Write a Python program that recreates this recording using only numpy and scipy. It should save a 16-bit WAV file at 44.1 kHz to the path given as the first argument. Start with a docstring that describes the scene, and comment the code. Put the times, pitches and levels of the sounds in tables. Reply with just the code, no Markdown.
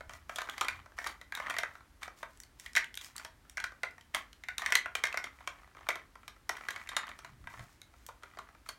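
"""Hands twist and prise open the hinged segments of a hard plastic toy capsule in a small, quiet room.
Knocks and scrapes crowd the first second and a half; small snaps and film crinkling fill the third second.
The hardest knocks come at 2.8 s and 4.7 s; later ones thin out among soft taps, ending faint and hollow.
Each contact rings the hollow shell's modes briefly, and friction excites them with tiny slips.
Filtered noise makes the low rumble throughout; dull thuds lie near the start and after 7 s."""
import sys
import numpy as np
from scipy import signal
from scipy.fft import rfft, irfft, next_fast_len
from scipy.io import wavfile

SR = 44100
rng = np.random.default_rng(int(sys.argv[2]) if len(sys.argv) > 2 else 0)


def unload_audio(sound):
    """Save the sound as a 16-bit wav file, at the path given as the first command line argument."""
    columns = np.transpose(np.atleast_2d(sound))
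    # keep every value between -1 and 1, then stretch to whole-number steps
    steps = np.round(np.clip(columns, -1, 1) * 32767)
    wavfile.write(sys.argv[1], SR, steps.astype(np.int16))


N = 387198  # length in samples


def amp(db):
    """Turn decibels into a gain."""
    return 10 ** (np.asarray(db) / 20)


def unit(x):
    """Scale a sound to an rms of 1."""
    return x / np.sqrt(np.mean(x ** 2) + 1e-20)


def head(x):
    """Scale a sound so that its first 6 ms or so have an rms of 1."""
    return x / np.sqrt(np.mean(x[:SR // 170] ** 2) + 1e-20)


def along(points, hz):
    """Read a curve of (Hz, value) points on a logarithmic frequency axis."""
    point_hz, value = np.transpose(points)
    return np.interp(np.log(hz + 1), np.log(point_hz), value)


def filtered(x, response):
    """Multiply the spectrum of a sound by a response, given as a function of frequency."""
    size = next_fast_len(len(x) + 2048)
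    spectrum = rfft(x, size) * response(np.fft.rfftfreq(size, 1 / SR))
    return irfft(spectrum, size)[:len(x)]


def coloured(x, spectrum):
    """Give a sound the colour of a (Hz, dB) curve, at an rms of 1."""
    return unit(filtered(x, lambda hz: amp(along(spectrum, hz))))


def band(hz, lo, hi):
    """Gain of a band with steep edges; only a low edge below 800 Hz falls away gently."""
    low_order = 4 if lo < 800 else 26
    return 1 / np.sqrt((1 + (lo / (hz + 1)) ** low_order) * (1 + (hz / hi) ** 24))


def add(track, s, sound):
    """Mix a sound into the track from time s in seconds."""
    i = int(np.clip(round(s * SR), 0, len(track) - 1))
    track[i:i + len(sound)] += sound[:len(track) - i]


# How long the room's answer lasts at each pitch.
# Each row: frequency in Hz, time to fade by 60 dB in seconds.
ROOM_FADE = [(150, 0.63), (600, 0.25), (2000, 0.26), (6000, 0.17), (15000, 0.12)]


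def room(x, wet_db, gap=0.0048, build=0.0093):
    """Add a diffuse answer from the walls: noise that builds up after a short gap in seconds, then fades."""
    hz, t, z = signal.stft(rng.standard_normal(SR // 2), SR, nperseg=256)
    fade = amp(-60 * t / along(ROOM_FADE, hz)[:, None])
    tail = signal.istft(z * fade, SR, nperseg=256)[1]
    tail = tail * np.clip((np.arange(len(tail)) / SR - gap) / build, 0, 1)
    answer = amp(wet_db) * tail / np.linalg.norm(tail)
    answer[0] = 1  # the direct sound
    return signal.fftconvolve(x, answer)


# The four pitch regions of a contact: knock, shell, click and tick.
# Each row: low edge in Hz, high edge in Hz, fading time of the clatter relative to the contact's,
# clatter level against the ringing modes in dB.
REGISTERS = [(287, 1430, 0.75, 0.5), (1450, 2660, 1.36, -8), (2640, 7000, 0.89, -6), (6570, 30000, 0.4, 6)]
# The modes, or natural tones, of the hollow shell; the registers set their final levels.
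# Each row: frequency in Hz, relative strength in dB, fading time relative to the contact's.
SHELL_MODES = [(627, -8.5, 0.89), (699.6, -1.5, 0.71), (929, -17, 2.85), (1034, -2.5, 0.69),
               (1083, 0.5, 0.49), (1203, 0.5, 0.5), (1285, -10, 0.59), (1470, -8, 1.5), (1607, 1.5, 0.72),
               (1766, -1, 0.87), (1970, 4.5, 0.59), (1975, -10.5, 1.89), (2151, -8.5, 1.76),
               (2348, 1, 0.51), (3020, -15, 0.89), (3210, 7, 0.28), (3670, 2, 0.46), (4070, -0.5, 0.41),
               (4470, -4, 0.41), (4680, -11, 1), (5620, 7, 0.19), (6260, -8.5, 0.63), (7260, 3.5, 0.17),
               (8300, -22.5, 0.44), (8800, 10.5, 0.23), (9520, 5.5, 0.22), (11400, -1, .6)]
# How the force of a contact is spread over pitch, shaping the clatter inside each register.
# Each row: frequency in Hz, relative strength in dB.
BLOW_FORCE = [(100, -21), (450, -9), (650, -6), (1100, -2), (2000, 8), (2700, 2), (3800, -1), (6000, -2),
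              (9000, -13), (13000, -16.5), (16000, -25)]


def contact(levels, t60, main_hz, scatter_db=5, grip=0.008, rise_cycles=0.93,
            main_db=4.0, main_life=0.64, crack_db=5, crack_t60=0.00074,
            after_db=-21, after_t60=0.1224):
    """One contact: the struck segment's main mode and the shell's modes ring over a dense clatter."""
    t = np.arange(SR // 6) / SR
    mode_hz, mode_db, life = np.transpose(SHELL_MODES)
    strength, detune, phase = rng.standard_normal((3, len(SHELL_MODES), 1))
    modes = amp(mode_db[:, None] + scatter_db * strength - 60 * t / (t60 * life[:, None]))
    # the grip of the fingers detunes each mode a little
    held_hz = mode_hz[:, None] * (1 + grip * detune)
    modes = modes * np.sin(2 * np.pi * (held_hz * t + phase))
    main = amp(-60 * t / (t60 * main_life)) * np.sin(2 * np.pi * (main_hz * t + rng.random()))
    crack = amp(crack_db - 60 * t / crack_t60)
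    neighbours = amp(after_db - 60 * t / after_t60)  # faint ringing of loose neighbouring parts

    sound = np.zeros(len(t))
    for (lo, hi, hold, clatter_db), db in zip(REGISTERS, levels):
        clatter = filtered(rng.standard_normal(len(t)),
                           lambda hz: band(hz, lo, hi) * amp(along(BLOW_FORCE, hz)))
        segment = amp(-60 * t / (t60 * hold))
        clatter = clatter * (crack + segment + neighbours)
        ring = head(modes[(mode_hz > lo) & (mode_hz < hi)].sum(0))
        if lo <= main_hz < hi:
            ring = ring + amp(main_db) * head(main)
        # bending waves carry the treble first, so low registers swell a little later
        onset = 1 - np.exp(-t * np.sqrt(lo * hi) / rise_cycles)
        # each register's level is that of its first few milliseconds
        sound += amp(db) * head(onset * (head(ring) + amp(clatter_db) * head(clatter)))
    return sound


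CONTACT_WET_DB = -10.0  # the room's answer to every knock, snap and tap
RING_S, RING_DOUBLING_DB = 0.05, 39.5  # 60 dB fading time at hardness 0; hardness in dB that doubles it
TICK_DB, TICK_GROWTH = -5, 1.15  # tick against shell at hardness 0, in dB; its dB per dB of hardness
# Rims and hinges knocking together.
# Each row: start in seconds, level of the shell register in dB, hollowness (knock against shell) in dB,
# hardness (click against shell) in dB, main mode of the struck segment in Hz.
KNOCKS = [(0.0948, -48, 0, -4.5, 3140), (0.1353, -53, 1.5, -0.5, 1970), (0.2946, -41, 2.5, -8.5, 1304),
          (0.3591, -49.5, 2.5, 9.5, 3320), (0.385, -35.5, -2.5, -6, 1454), (0.4067, -42, -9, -10, 1560),
          (0.4172, -41, 1.5, -3, 1555), (0.488, -42, 0.5, -16, 1570), (0.58, -42, -6.5, -2.5, 2020),
          (0.6108, -34, 4.5, 1.5, 1234), (0.647, -41.5, -6, -5, 3240), (0.6836, -29.5, -11, -7.5, 2380),
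          (0.987, -35.5, -7, -11, 1810), (1.0426, -39, -7, -8, 1840), (1.0636, -38, 3.5, -11, 1136),
          (1.0704, -41.5, -4, 2, 2020), (1.2135, -48, -6, -5.5, 1990), (1.3225, -35.5, -12, -13.5, 1630),
          (1.3728, -40, -3, -10, 1500), (1.4, -39.5, 3.5, -11.5, 1125), (1.468, -37, -12, -19, 1890),
          (1.4986, -36.5, -7.5, -4, 1450), (1.5064, -34.5, -4, -10, 1860), (1.541, -38.5, -9, -13, 2020),
          (1.566, -34.5, -6.5, -12, 1890), (1.5852, -32.5, -5, -2, 2110), (1.6332, -31.5, -1.5, -13, 1390),
          (2.0312, -40.5, -16, -3.5, 2285), (2.2294, -41.5, 3, -9, 1610), (2.6615, -42, -16.5, -6, 1840),
          (2.7523, -32.5, -16, -3, 3830), (2.7637, -26, -11, -4.5, 2140), (2.77, -21, -21, -14, 1954),
          (2.7786, -35, -10.5, -1, 1850), (3.197, -46.5, -11, -10, 1460), (3.2484, -46, -2, 0.5, 1640),
          (3.5717, -35.5, -15, -8.5, 2090), (3.5786, -33, -13, -16, 1560), (3.601, -41, -8, -4, 1490),
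          (3.6405, -31, -12.5, -9.5, 1494), (3.833, -30.5, -6, -11, 2070), (3.981, -52, -4.5, -13, 1860),
          (4.147, -31, -4, -1, 2095), (4.437, -44.5, -13.5, -8.5, 2070), (4.4856, -34, -13, -11.5, 2074),
          (4.6198, -35, -4, -11.5, 1870), (4.6613, -27.5, -16, -8.5, 1930), (4.704, -44, -5, -4, 1550),
          (4.7226, -23, -14, -8, 1980), (4.7532, -20.5, -12.5, -3, 2015), (4.8589, -34, -6.5, -17, 1480),
          (4.9525, -30.5, -5.5, -3.5, 2380), (5.0379, -25, -9.5, -7, 2140), (5.0538, -34.5, -18, -7, 2280),
          (5.0704, -37, -12, -7, 2120), (5.1267, -39.5, -20, -9.5, 2570), (5.1427, -36.5, 0.5, -13.5, 1980),
          (5.1734, -30, -9.5, -8.5, 2130), (5.2412, -38, -9, -5, 2110), (5.4745, -36.5, 0.5, -3.5, 2290),
          (5.888, -29, -2, -4.5, 2250), (5.9037, -31, -22, -19, 2010), (5.9562, -43, 0, -4.5, 1068),
          (6.2795, -47, -1.5, 0, 1213), (6.493, -31.5, -1.5, -4, 1980), (6.569, -44, -18, -8, 1465),
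          (6.686, -31.5, -10, -11, 1666), (6.7061, -44, -2, 1.5, 1820), (6.7613, -39.5, -6, -9.5, 2200),
          (6.873, -46.5, -16, -9, 2680), (6.8904, -42, -9, 1, 3740), (6.966, -31.5, -1.5, 1.5, 3710),
          (7.069, -49, -7, -6, 1550), (7.091, -50.5, 0.5, -1.5, 1956), (7.1895, -58, 7.5, 5, 1280),
          (7.2468, -48.5, 1, -4.5, 986), (7.472, -41, -4.5, -15, 1590), (7.5937, -50, 0, -6, 2020),
          (8.0874, -56, 11, -0.5, 1434), (8.234, -53, 6.5, -2, 1390), (8.3876, -49.5, 8.5, -2, 1370),
          (8.6892, -46.5, 3.5, 6, 4410)]


def knocks():
    """Rims and hinges strike the shell; fingers damp soft blows, while hard ones are brighter and ring on."""
    track = np.zeros(N)
    for s, db, hollow, hard, main_hz in KNOCKS:
        levels = db + np.array([hollow, 0, hard, TICK_DB + TICK_GROWTH * hard])
        t60 = RING_S * 2 ** (hard / RING_DOUBLING_DB)
        add(track, s, room(contact(levels, t60, main_hz), CONTACT_WET_DB))
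    return track


SNAP_DB, SNAP_RING_S = [-19, -5, 1, -2], 0.019  # dB added for knock, shell, click, tick; fading time
SNAP_HZ, SNAP_DB_PER_OCTAVE = 4500, 9  # the tick gains this much per octave above this pitch
# Bright snaps of small catches and of the seal.
# Each row: start in seconds, level in dB before the register settings above, pitch in Hz.
SNAPS = [(0.4971, -41.5, 3330), (1.3511, -39.5, 3750), (2.3737, -67, 8000), (2.4014, -51.5, 5900),
         (2.435, -55.5, 4570), (2.598, -52, 5600), (2.7333, -57, 5200), (2.8437, -46.5, 2970),
         (2.9422, -48.5, 3200), (2.9537, -56, 9050), (2.974, -40, 3770), (3.0126, -49, 3260),
         (3.046, -51, 5060), (3.1642, -50, 8640), (3.1807, -45.5, 4580), (3.497, -54.5, 5700),
         (3.91, -66, 5000), (4.0106, -58, 3130), (4.33, -54.5, 2960), (4.5816, -35, 3710),
         (7.8167, -52, 3870), (8.065, -55.5, 9100)]


def snaps():
    """Small catches and the seal ring the shell briefly; smaller parts snap higher and sharper."""
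    track = np.zeros(N)
    for s, db, pitch in SNAPS:
        levels = db + np.array(SNAP_DB, dtype=float)
        levels[3] += SNAP_DB_PER_OCTAVE * np.log2(pitch / SNAP_HZ)
        add(track, s, room(contact(levels, SNAP_RING_S, pitch), CONTACT_WET_DB))
    return track


TAP_DB = [4.5, -0.5, -9, -17]  # dB added for knock, shell, click and tick
TAP_RING_S, TAP_HZ = 0.031, 1320  # 60 dB fading time; main mode
# Soft fingertip taps on the hollow shell.
# Each row: start in seconds, level in dB before the register settings above.
TAPS = [(0.0077, -48.5), (0.473, -52), (0.8599, -55.5), (0.9198, -63.5), (1.7533, -54), (1.8066, -60.5),
        (2.0789, -48), (3.4503, -68.5), (3.721, -56), (5.406, -57), (5.617, -66), (5.675, -63.5),
        (5.712, -68), (5.7492, -60), (5.768, -55), (5.8083, -57.5), (5.868, -51), (6.155, -53.5),
        (6.2317, -60), (6.3635, -64.5), (6.6087, -53), (6.933, -50), (7.4408, -62), (7.538, -52.5),
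        (7.6071, -58.5), (7.9385, -63.5), (8.3722, -52), (8.4883, -59), (8.549, -61.5), (8.662, -56.5)]


def taps():
    """Soft fingertips ring mostly the low registers of the shell."""
    track = np.zeros(N)
    for s, db in TAPS:
        levels = db + np.array(TAP_DB)
        add(track, s, room(contact(levels, TAP_RING_S, TAP_HZ), CONTACT_WET_DB))
    return track


def slips(rate, spread_db, hiss_db):
    """Stick-slip: tiny jerks of very unequal size, about rate per second, over smooth friction noise."""
    sizes = amp(spread_db * np.clip(rng.standard_normal(N), -2, 2))
    jerks = (rng.random(N) < rate / SR) * rng.choice([-1, 1], N) * sizes
    return unit(jerks) + amp(hiss_db) * rng.standard_normal(N)


def shell_ring(x, t60, clatter_db, scatter_db):
    """Friction at one spot favours its own few resonances of the shell."""
    t = np.arange(SR // 10) / SR
    ring = np.zeros(len(t))
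    for hz, db, life in SHELL_MODES:
        strength = db + scatter_db * rng.standard_normal()
        ring += amp(strength - 60 * t / (t60 * life)) * np.sin(2 * np.pi * (hz * t + rng.random()))
    clatter = rng.standard_normal(len(t)) * amp(-120 * t / t60)  # fades twice as fast
    return signal.oaconvolve(x, unit(ring) + amp(clatter_db) * unit(clatter))[:N]


def stroke(start, length, attack=0.013, release=0.032):
    """A stroke's loudness: a straight rise, a hold, then a fade with the release as its time constant."""
    t = np.arange(N) / SR - start
    return np.clip(t / attack, 0, 1) * np.exp(-np.maximum(t - length, 0) / release)


# Strokes of the hands; rubbing() trims both levels by its own settings.
# Each row: start in seconds, time until the fade in seconds, plastic scraping in dB, film crinkling in dB.
STROKES = [(0.097, 0.065, -53, -61), (0.283, 0.29, -52, -62.5), (0.566, 0.21, -46, -65.5),
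           (0.963, 0.15, -48.5, -58), (1.333, 0.23, -45.5, -63), (1.584, 0.18, -61, -68.5),
           (2.008, 0.034, -45, -57.5), (2.162, 0.036, -57.5, -58.5), (2.28, 0.078, -80, -69),
           (2.583, 0.08, -65, -58.5), (3.002, 0.062, -53.5, -52), (3.146, 0.096, -56.5, -63),
           (4.135, 0.035, -39.5, -51), (4.573, 0.17, -44.5, -60), (4.967, 0.3, -50.5, -69),
           (5.312, 0.32, -61, -73), (5.77, 0.24, -57, -74), (6.523, 0.32, -51.5, -64),
           (6.907, 0.2, -47.5, -73), (7.12, 0.18, -61, -72), (7.379, 0.07, -67.5, -76),
           (7.486, 0.16, -56.5, -62.5), (7.677, 0.063, -65, -67), (7.95, 0.094, -72, -70),
           (8.083, 0.047, -62.5, -76), (8.213, 0.23, -59.5, -74), (8.654, 0.06, -59.5, -63)]
# Colour of plastic scraping. Each row: frequency in Hz, relative strength in dB.
SCRAPE_COLOUR = [(100, -28), (250, -5.5), (430, -18.5), (700, -8.5), (1300, -1), (1950, -4.5), (2800, -8),
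                 (3600, -15.5), (5000, -20), (16000, -41)]
# Colour of the crinkling film. Each row: frequency in Hz, relative strength in dB.
FILM_COLOUR = [(500, -35.5), (2000, 2), (3500, -2.5), (6500, 1.5), (10000, -5.5), (16000, -9)]


def rubbing(scrape_db=-3, film_db=-3, count=6):
    """Plastic slides on plastic at several spots, and the thin seal crinkles under the fingers."""
    # hands that only hold the capsule still rub faintly (scrape, film; dB before the trims)
    gains = amp([[-86], [-87]])
    for start, length, scrape_level, film_level in STROKES:
        gains = np.maximum(gains, amp([[scrape_level], [film_level]]) * stroke(start, length))
    scrape = np.zeros(N)
    for _ in range(count):
        spot = slips(rate=25, spread_db=5, hiss_db=-9)
        scrape += shell_ring(spot, t60=.025, clatter_db=-1.0, scatter_db=12.5)
    scrape = amp(scrape_db) * gains[0] * coloured(scrape, SCRAPE_COLOUR)
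    film = coloured(slips(rate=700, spread_db=5, hiss_db=-1), FILM_COLOUR)
    film = amp(film_db) * gains[1] * film
    return room(scrape + film, wet_db=-12.5)[:N]


# Dull thuds.
# Each row: time of the peak in seconds, level at the peak in dB, pitch in Hz,
# time from the peak down to about a third (1/e) in seconds.
THUDS = [(.08, -58, 68, 0.19), (0.776, -61, 85, 0.087), (7.363, -61.5, 130, 0.15), (7.408, -57, 112, 0.036),
         (7.454, -54, 90, 0.051), (7.618, -52.5, 116.2, 0.041)]


def thuds(width=0.31, wool_db=-4):
    """Soft, low bumps: a dull boom in a woolly rumble, swelling and fading without a click."""
    t, track = np.arange(N) / SR, np.zeros(N)
    for s, db, pitch, length in THUDS:
        boom = unit(np.sin(2 * np.pi * (pitch * t + rng.random())))
        wool = unit(filtered(rng.standard_normal(N),
                             lambda hz: 1 / (1 + ((hz - pitch) / (2 * width * pitch)) ** 2)))
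        swell = np.exp(-((t - s) / length) ** 2)
        track += amp(db) * unit(boom / 2 + amp(wool_db) * wool) * swell
    return track


# Colour of the room's background. Each row: frequency in Hz, relative strength per Hz in dB.
AMBIENCE_COLOUR = [(20, -17.5), (30, -8.5), (42, 7.5), (68, 6.5), (100, -0.5), (170, -9), (285, -7),
                   (460, -15.5), (1570, -14), (2670, -21), (6300, -26), (12000, -29.5), (16000, -34)]


def ambience(db=-63):
    """The room's steady rumble and faint hiss, made of coloured noise."""
    return amp(db) * coloured(rng.standard_normal(N), AMBIENCE_COLOUR)


def scene():
    """The capsule in its room, in mono."""
    return (knocks() + snaps() + taps() + rubbing() + thuds() + ambience())[None]


def record(dry):
    """Keep nothing above the band limit of 16.2 kHz."""
    return np.array([filtered(x, lambda hz: hz < 16200) for x in dry])


dry = scene()
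out = record(dry)
unload_audio(out)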